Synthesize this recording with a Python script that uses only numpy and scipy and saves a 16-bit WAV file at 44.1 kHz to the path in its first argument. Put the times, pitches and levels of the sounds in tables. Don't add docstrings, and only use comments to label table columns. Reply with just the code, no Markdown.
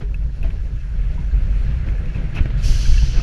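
import sys
import numpy as np
from scipy import signal
from scipy.io import wavfile
from scipy.ndimage import uniform_filter1d

SR = 44100
rng = np.random.default_rng(int(sys.argv[2]) if len(sys.argv) > 2 else 0)


def elevation(decibels):
    levels = np.asarray(decibels, float)
    return 10 ** (levels / 20)


def transcribe(signal):
    frames = np.atleast_2d(signal).T
    limited = np.clip(frames, -1, 1)
    pcm = np.round(limited * 32767).astype(np.int16)
    wavfile.write(sys.argv[1], SR, pcm)


N = 142002

# time in seconds, level in dB.
GUST = [(0.0, -23), (0.28, -17.5), (0.35, -25.5), (0.46, -16.5), (0.47, -18.5), (0.91, -24.5), (0.99, -17),
        (1.31, -20), (1.33, -14), (2.35, -22.5), (2.41, -20), (2.45, -22), (2.69, -13), (2.84, -15.5),
        (2.9, -6.5), (3.16, -20), (3.18, -7), (3.22, -26)]
# frequency in Hz, density in dB per Hz.
BUFFET = [(8.8, -12), (15, 2), (49, 1.5), (63, -4.5), (80, -9.5), (90, -12), (120, -74), (200, -120)]
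# time in seconds, roar in dB, frame shake in dB, air rush in dB.
LOAD = [(0.0, -55.5, -38.5, 6), (0.39, -53.5, -32, 5), (0.49, -52.5, -34.5, 6), (0.96, -50, -33, 2.5),
        (1.11, -47.5, -33.5, 1), (1.25, -49, -32.5, 2.5), (1.6, -45.5, -28.5, 1.5), (1.71, -46, -28.5, -1),
        (2.16, -46, -31, 0.5), (2.35, -45, -26, -3.5), (2.65, -44, -29, -7), (2.82, -43, -26.5, -20),
        (2.94, -43, -33, -9), (3.22, -48, -24.5, -8)]
# frequency in Hz, density in dB per Hz.
FRAME = [(41, -3), (70, -7), (80, -20.5), (120, -4), (263, -30), (458, -31.5), (538, -33), (958, -41.5),
         (1100, -33), (1430, -89), (2420, -120)]
# frequency in Hz, density in dB per Hz.
ROAR = [(700, -19), (1100, -1.5), (1500, 2.5), (2600, -4.5), (4000, -12.5), (6000, -20.5), (9000, -26),
        (15000, -54)]
# frequency in Hz, level in dB, t60 in seconds.
FITTINGS = [(1347, -1, 0.034), (1447, 5, 0.017), (1700, 3.5, 0.047), (1820, -4, 0.04), (2283, 0.5, 0.011),
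            (2530, -14.5, 0.019), (2730, -13, 0.014)]
# peak in seconds, rise in seconds, fall in seconds, level in dB.
JOLTS = [(.015, 0.0083, 0.026, -42), (.445, 0.01, 0.043, -43.5), (1.19, 0.005, 0.083, -52),
         (1.65, 0.016, 0.011, -49.5), (1.885, 0.031, 0.018, -43.5), (2.16, 0.019, 0.067, -43.5),
         (2.505, 0.0038, 0.013, -42), (2.6, 0.0048, 0.0055, -46.5), (2.69, 0.025, 0.015, -44),
         (2.95, 0.0089, 0.022, -56), (3.2, 0.085, 0.013, -42)]
# frequency in Hz, density in dB per Hz.
JOLT_COLOUR = [(100, 25), (300, 16), (800, 3.5), (1500, 7.5), (2900, -2), (3300, -3.5), (6000, -19),
               (14000, -58)]
# peak in seconds, rise in seconds, fall in seconds, level in dB.
SLAM = [
    (2.352, .008, .012, -38),
    (2.37, .012, .015, -34.5),
    (2.388, .008, .025, -34),
    (2.459, .002, .006, -40),
    (.44, .008, .03, -44),
    (.505, .003, .008, -43),
    (3.19, .03, .03, -43),
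]
# peak in seconds, rise in seconds, fall in seconds,
# level in dB.
SCUFFS = [
    (2.358, .012, .03, -50),
    (2.1, .02, .015, -63),
    (2.43, .01, .01, -57),
    (2.585, .016, .08, -50),
]
# frequency in Hz, density in dB per Hz.
SCUFF_COLOUR = [(3000, -6), (4000, 0), (6500, 0), (9000, -10), (15000, -22)]
# time in seconds, width in seconds, peak in dB.
SHOVES = [
    (2.4092, .005, -1),
    (.44, .007, -10),
    (2.704, .005, -8),
]
# start in seconds, peak in dB, pitch in Hz.
THUDS = [(0.021, -20, 132), (0.445, -31, 96.9), (0.739, -14, 98), (0.988, -31, 118), (1.189, -16.5, 158),
         (1.37, -16, 116), (1.439, -14, 99), (1.65, -24, 97), (1.718, -16, 95), (1.764, -13.5, 99),
         (1.88, -20, 96), (2.083, -37, 142), (2.158, -15, 121), (2.273, -25, 108), (2.689, -10, 132),
         (2.728, -28, 101), (2.891, -21, 100), (3.03, -8.5, 128), (3.081, -14.5, 123)]
# frequency in Hz, level in dB, t60 in seconds.
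KNOCK = [(135, -14, .045), (330, -22, .025), (600, -27, .02), (1650, -27, .02), (2300, -33, .035)]
# start in seconds, peak in dB, brightness in dB.
TICKS = [(0.1433, -35.5, -16), (0.4296, -33, -16), (0.5038, -42, -14), (0.81, -50, -26), (1.887, -41, -13),
         (2.0561, -37.5, -27), (2.147, -40, -18), (2.2532, -42, -28), (2.35, -42.5, -23), (2.362, -38, -25),
         (2.374, -35, -28), (2.386, -34, -30), (2.485, -47, -35)]
# frequency in Hz, level in dB, t60 in seconds.
TICK_MODES = [(1360, -10, 0.022), (1720, -5, 0.019), (2260, -6, .01), (2600, -1, 0.02)]
# start in seconds, frequency in Hz, level in dB, t60 in seconds.
PINGS = [
    (0.031, 404, -35, 0.23),
    (.445, 650, -33, 0.13),
    (.445, 370, -37.5, 0.22),
    (1.1781, 960, -35, 0.096),
    (3.025, 915, -37.5, 0.073),
]
# peak in seconds, frequency in Hz, level in dB.
CLINKS = [(.81, 2600, -48), (.94, 1500, -39), (1.245, 5900, -57), (1.262, 5900, -58), (1.28, 5900, -62),
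          (1.315, 1600, -38.5), (1.528, 1350, -40), (2.161, 2600, -41), (2.6, 2600, -41), (2.64, 2500, -35),
          (2.761, 1600, -32.5), (2.857, 1550, -30), (2.858, 2300, -35), (2.942, 2250, -31.5),
          (2.978, 1700, -28), (2.983, 2700, -26.5), (2.997, 1600, -34), (3.12, 2700, -40),
          (3.17, 2600, -32.5), (3.17, 1600, -31), (3.2, 1300, -29), (3.207, 2600, -33.5)]
# frequency in Hz, density in dB per Hz.
VENT = [(2000, -37), (2600, -13), (3100, 1), (4500, 2), (6100, -2), (7200, -10), (8200, -14.5),
        (10000, -12), (15000, -33.5)]
# frequency in Hz, width in Hz, level in dB.
SLOT = (3730, 380, -8)
# frequency in Hz, width in Hz, level in dB.
HOUSING = [(1155, 496, -6), (1600, 310, -0.5), (1840, 330, -2.5), (2560, 250, 1.5), (3540, 970, -3),
           (4100, 750, 0.5), (4830, 190, -2.5), (5970, 340, 3), (8130, 1280, -6), (10150, 720, 3)]


def wind():
    gust_db, = in_time(GUST)
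    boom = resonance(50.83, t60=0.13)
    flow = rms_one(coloured(BUFFET, shared_db=0, own_db=0) + elevation(-3) * boom)
    evenness = 0.7
    return elevation(gust_db + 2.27) * flow / np.sqrt(uniform_filter1d(flow ** 2, size=3000) + evenness)


def wheels():
    roar_db, shake_db, rush_db = in_time(LOAD)
    roar = coloured(ROAR, shared_db=.5, own_db=1.5, grains=rattles()) + squeal() + elevation(-6) * chatter()
    roar = roar + (elevation(rush_db) - 1) * filtered(roar, 2, 3400, "high")

    gust_db, = in_time(GUST)
    shake_db = shake_db + 0.6 * (gust_db - uniform_filter1d(gust_db, size=20000))
    frame = coloured(FRAME, shared_db=3.0, own_db=2.0)
    frame = frame / np.sqrt(uniform_filter1d(frame ** 2, size=2500) + 0.34)
    return elevation(roar_db + 0.5) * roar + elevation(shake_db + 3.5) * frame


def rattles():
    per_s, spread_db, level_db = 440, 3, -8.5
    count = N + 8000
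    sizes = elevation(spread_db * np.minimum(rng.exponential(1, count), 5)) * rng.choice([-1, 1], count)
    return elevation(level_db) * rms_one(sizes * (rng.random(count) < per_s / SR))


def squeal():
    width_hz = 20
    t60 = np.log(1000) / np.pi / width_hz
    return elevation(-19 + 2 * drift(10)) * resonance(1882, t60)


def chatter():
    per_s = 18
    force = elevation(3.3 * np.minimum(rng.exponential(1, N), 2)) * rng.choice([-1, 1], N)
    out = np.zeros(N)
    for hz, db, t60 in FITTINGS:
        knocked = rng.random(N) < per_s / SR
        out += ring(elevation(db) * force * knocked, hz, t60)
    return rms_one(out)


def jolts():
    clatter = swells(JOLTS + [(2.39, .03, .03, -42)]) * coloured(JOLT_COLOUR, shared_db=0, own_db=.5)
    scuffs = swells(SCUFFS) * coloured(SCUFF_COLOUR, shared_db=-1.0, own_db=3.5)
    slam = swells(SLAM) * rms_one(filtered(rng.standard_normal(N), 5, [500, 3050], "band"))
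    return elevation(9) * clatter + scuffs + slam


def shoves():
    t, out = np.arange(N) / SR, np.zeros(N)
    for s, width, db in SHOVES:
        push = np.exp(-((t - s) / np.where(t < s, .38 * width, width)) ** 2)
        recoil = .35 * np.exp(-((t - s - 2.8 * width) / (1.6 * width)) ** 2)
        out += elevation(db) * (push - recoil)
    return out


def thuds():
    out = np.zeros(N)
    for s, db, hz in THUDS:
        out += ring(click(s, db - 2.5), hz, t60=0.1)
    out = filtered(out, 2, 250, "low")
    for hz, db, t60 in KNOCK:
        out += elevation(db) * ring(click(2.4575, 0), hz, t60)
    return out


def joints():
    s, db, bright_db = np.transpose(TICKS)
    strengths_db = rng.normal(0, 2, (len(TICKS), len(TICK_MODES)))
    smear = np.exp(-1 / (0.0018 * SR))
    out = np.zeros(N)
    for k, (hz, mode_db, t60) in enumerate(TICK_MODES):
        clicks = click(s, db + mode_db + 5.0 + strengths_db[:, k])
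        crack = np.sqrt(1 - smear ** 2) * signal.lfilter([1], [1, -smear], clicks)
        out += ring(crack * rng.choice([-1, 1], N), hz, t60)
    fade = np.exp(-1 / (0.003 * SR))
    out += signal.lfilter([1], [1, -fade], click(s, db + bright_db)) * rng.standard_normal(N)
    return filtered(out, 3, 1100, "high")


def pings():
    return sum(ring(click(s, db), hz, t60) for s, hz, db, t60 in PINGS)


def clinks():
    t = np.arange(N) / SR
    shake = 0.36 * drift(150)
    out = np.zeros(N)
    for s, hz, db in CLINKS:
        blip = swells([(s, 0.0024, 0.0048, db)])
        out += blip * np.sin(2 * np.pi * hz * t + shake)
    return out


def valve():
    t = np.arange(N) / SR
    open_s, rise_s = 2.615, .04
    since = np.maximum(t - open_s - .08, 0)
    jet = coloured(VENT, shared_db=.3, own_db=.7) + elevation(-8) * resonance(3040, t60=0.0035)
    jet = shaped(jet, *SLOT)

    top_db = np.clip((t - 3.07) * 10, 0, 1) - 30 * since
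    top = elevation(top_db) * filtered(jet, 4, 7900, "high")
    low = filtered(jet, 4, 7900, "low")
    edge = signal.sosfiltfilt(signal.butter(2, 7400, "high", fs=SR, output="sos"), low)
    low = low + (elevation(-29 * np.maximum(t - 2.7, 0)) - 1) * edge

    fall_db = -2.5 * np.clip((t - 3.05) * 10, 0, 1) - 3 * since
    opening = np.clip((t - open_s) / rise_s, 0, 1)
    return elevation(-35 + fall_db) * opening * (low + top)


def rms_one(x):
    return x / np.sqrt(np.mean(x ** 2) + 1e-20)


def in_time(rows):
    s, *columns = np.transpose(rows)
    return [np.interp(np.arange(N) / SR, s, c) for c in columns]


def filtered(x, order, hz, kind):
    return signal.sosfilt(signal.butter(order, hz, kind, fs=SR, output="sos"), x)


def click(s, db):
    out = np.zeros(N)
    out[(np.asarray(s) * SR).astype(int)] = elevation(db)
    return out


def drift(rate):
    r = np.exp(-80 * np.pi * rate / SR)
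    slow = signal.lfilter([1], [1, -2 * r, r * r], rng.standard_normal(N // 40 + 2002))[2000:]
    return np.interp(np.arange(N) / 40, np.arange(len(slow)), rms_one(slow))


def ring(clicks, hz, t60):
    r, w = elevation(-60 / (t60 * SR)), 2 * np.pi * hz / SR
    return signal.lfilter([0, np.sin(w)], [1, -2 * r * np.cos(w), r * r], clicks + 1e-18)


def resonance(hz, t60):
    return rms_one(ring(ring(rng.standard_normal(N), hz, t60), hz, t60))


def coloured(spectrum, shared_db, own_db, grains=0):
    hz, db = np.transpose(spectrum)
    edges = hz[0] * 2 ** np.arange(0, np.log2(hz[-1] / hz[0]) + .1, 1 / 3)
    together = drift(9)
    white = rng.standard_normal((2, N + 8000)) + grains
    out = 0
    for k, (low, high) in enumerate(zip(edges, edges[1:])):
        band = filtered(white[k % 2], 2, [low, high], "band")[8000:]
        level_db = np.interp(np.log(low * high) / 2, np.log(hz), db)
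        out = out + elevation(level_db + shared_db * together + own_db * drift(13.0)) * band
    return rms_one(out)


def swells(rows):
    t, out = np.arange(N) / SR, np.zeros(N)
    for s, rise, fall, db in rows:
        before, after = np.exp(-((t - s) / rise) ** 2), np.exp(-np.abs(t - s) / fall)
        out += elevation(db) * np.where(t < s, before, after)
    return out


def shaped(x, hz, width, db):
    w, a, q = 2 * np.pi * hz / SR, elevation(db / 2), np.pi * width / SR
    turn = -2 * np.cos(w)
    return signal.lfilter([1 + q * a, turn, 1 - q * a], [1 + q / a, turn, 1 - q / a], x)


def scene():
    mid = wind() + wheels() + jolts() + shoves() + thuds() + joints() + pings() + clinks() + valve()
    late = np.concatenate([np.zeros(300), mid[:-300]])
    body = filtered(late, 2, [60, 3000], "band")
    top = filtered(late, 4, 12000, "high")
    chance = drift(21.0)
    side = elevation(-17) * np.clip(2 * (chance - 1.3), 0, 1) * body
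    side = side + elevation(-13) * np.clip(2 * (chance - .6), 0, 1) * top
    return np.array([mid + side, mid - side])


def roll_off(x):
    return signal.sosfilt(signal.butter(12, 15010, fs=SR, output="sos"), x)


def record(dry):
    x = dry
    for hz, width, db in HOUSING:
        x = shaped(x, hz, width, db)
    x = np.clip(x, -.98, .98)
    x = signal.sosfilt(signal.cheby2(14, 60, 15200, fs=SR, output="sos"), x)

    top = signal.sosfiltfilt(signal.butter(20, 12800, "high", fs=SR, output="sos"), x)
    loud = uniform_filter1d(top[0] ** 2, size=900) > elevation(2 * -85)
    shut = uniform_filter1d(1.0 * ((drift(25) > -.1) & ~loud), size=300)
    return roll_off(x - 1.1 * shut * top)


dry = scene()
out = record(dry)
transcribe(out)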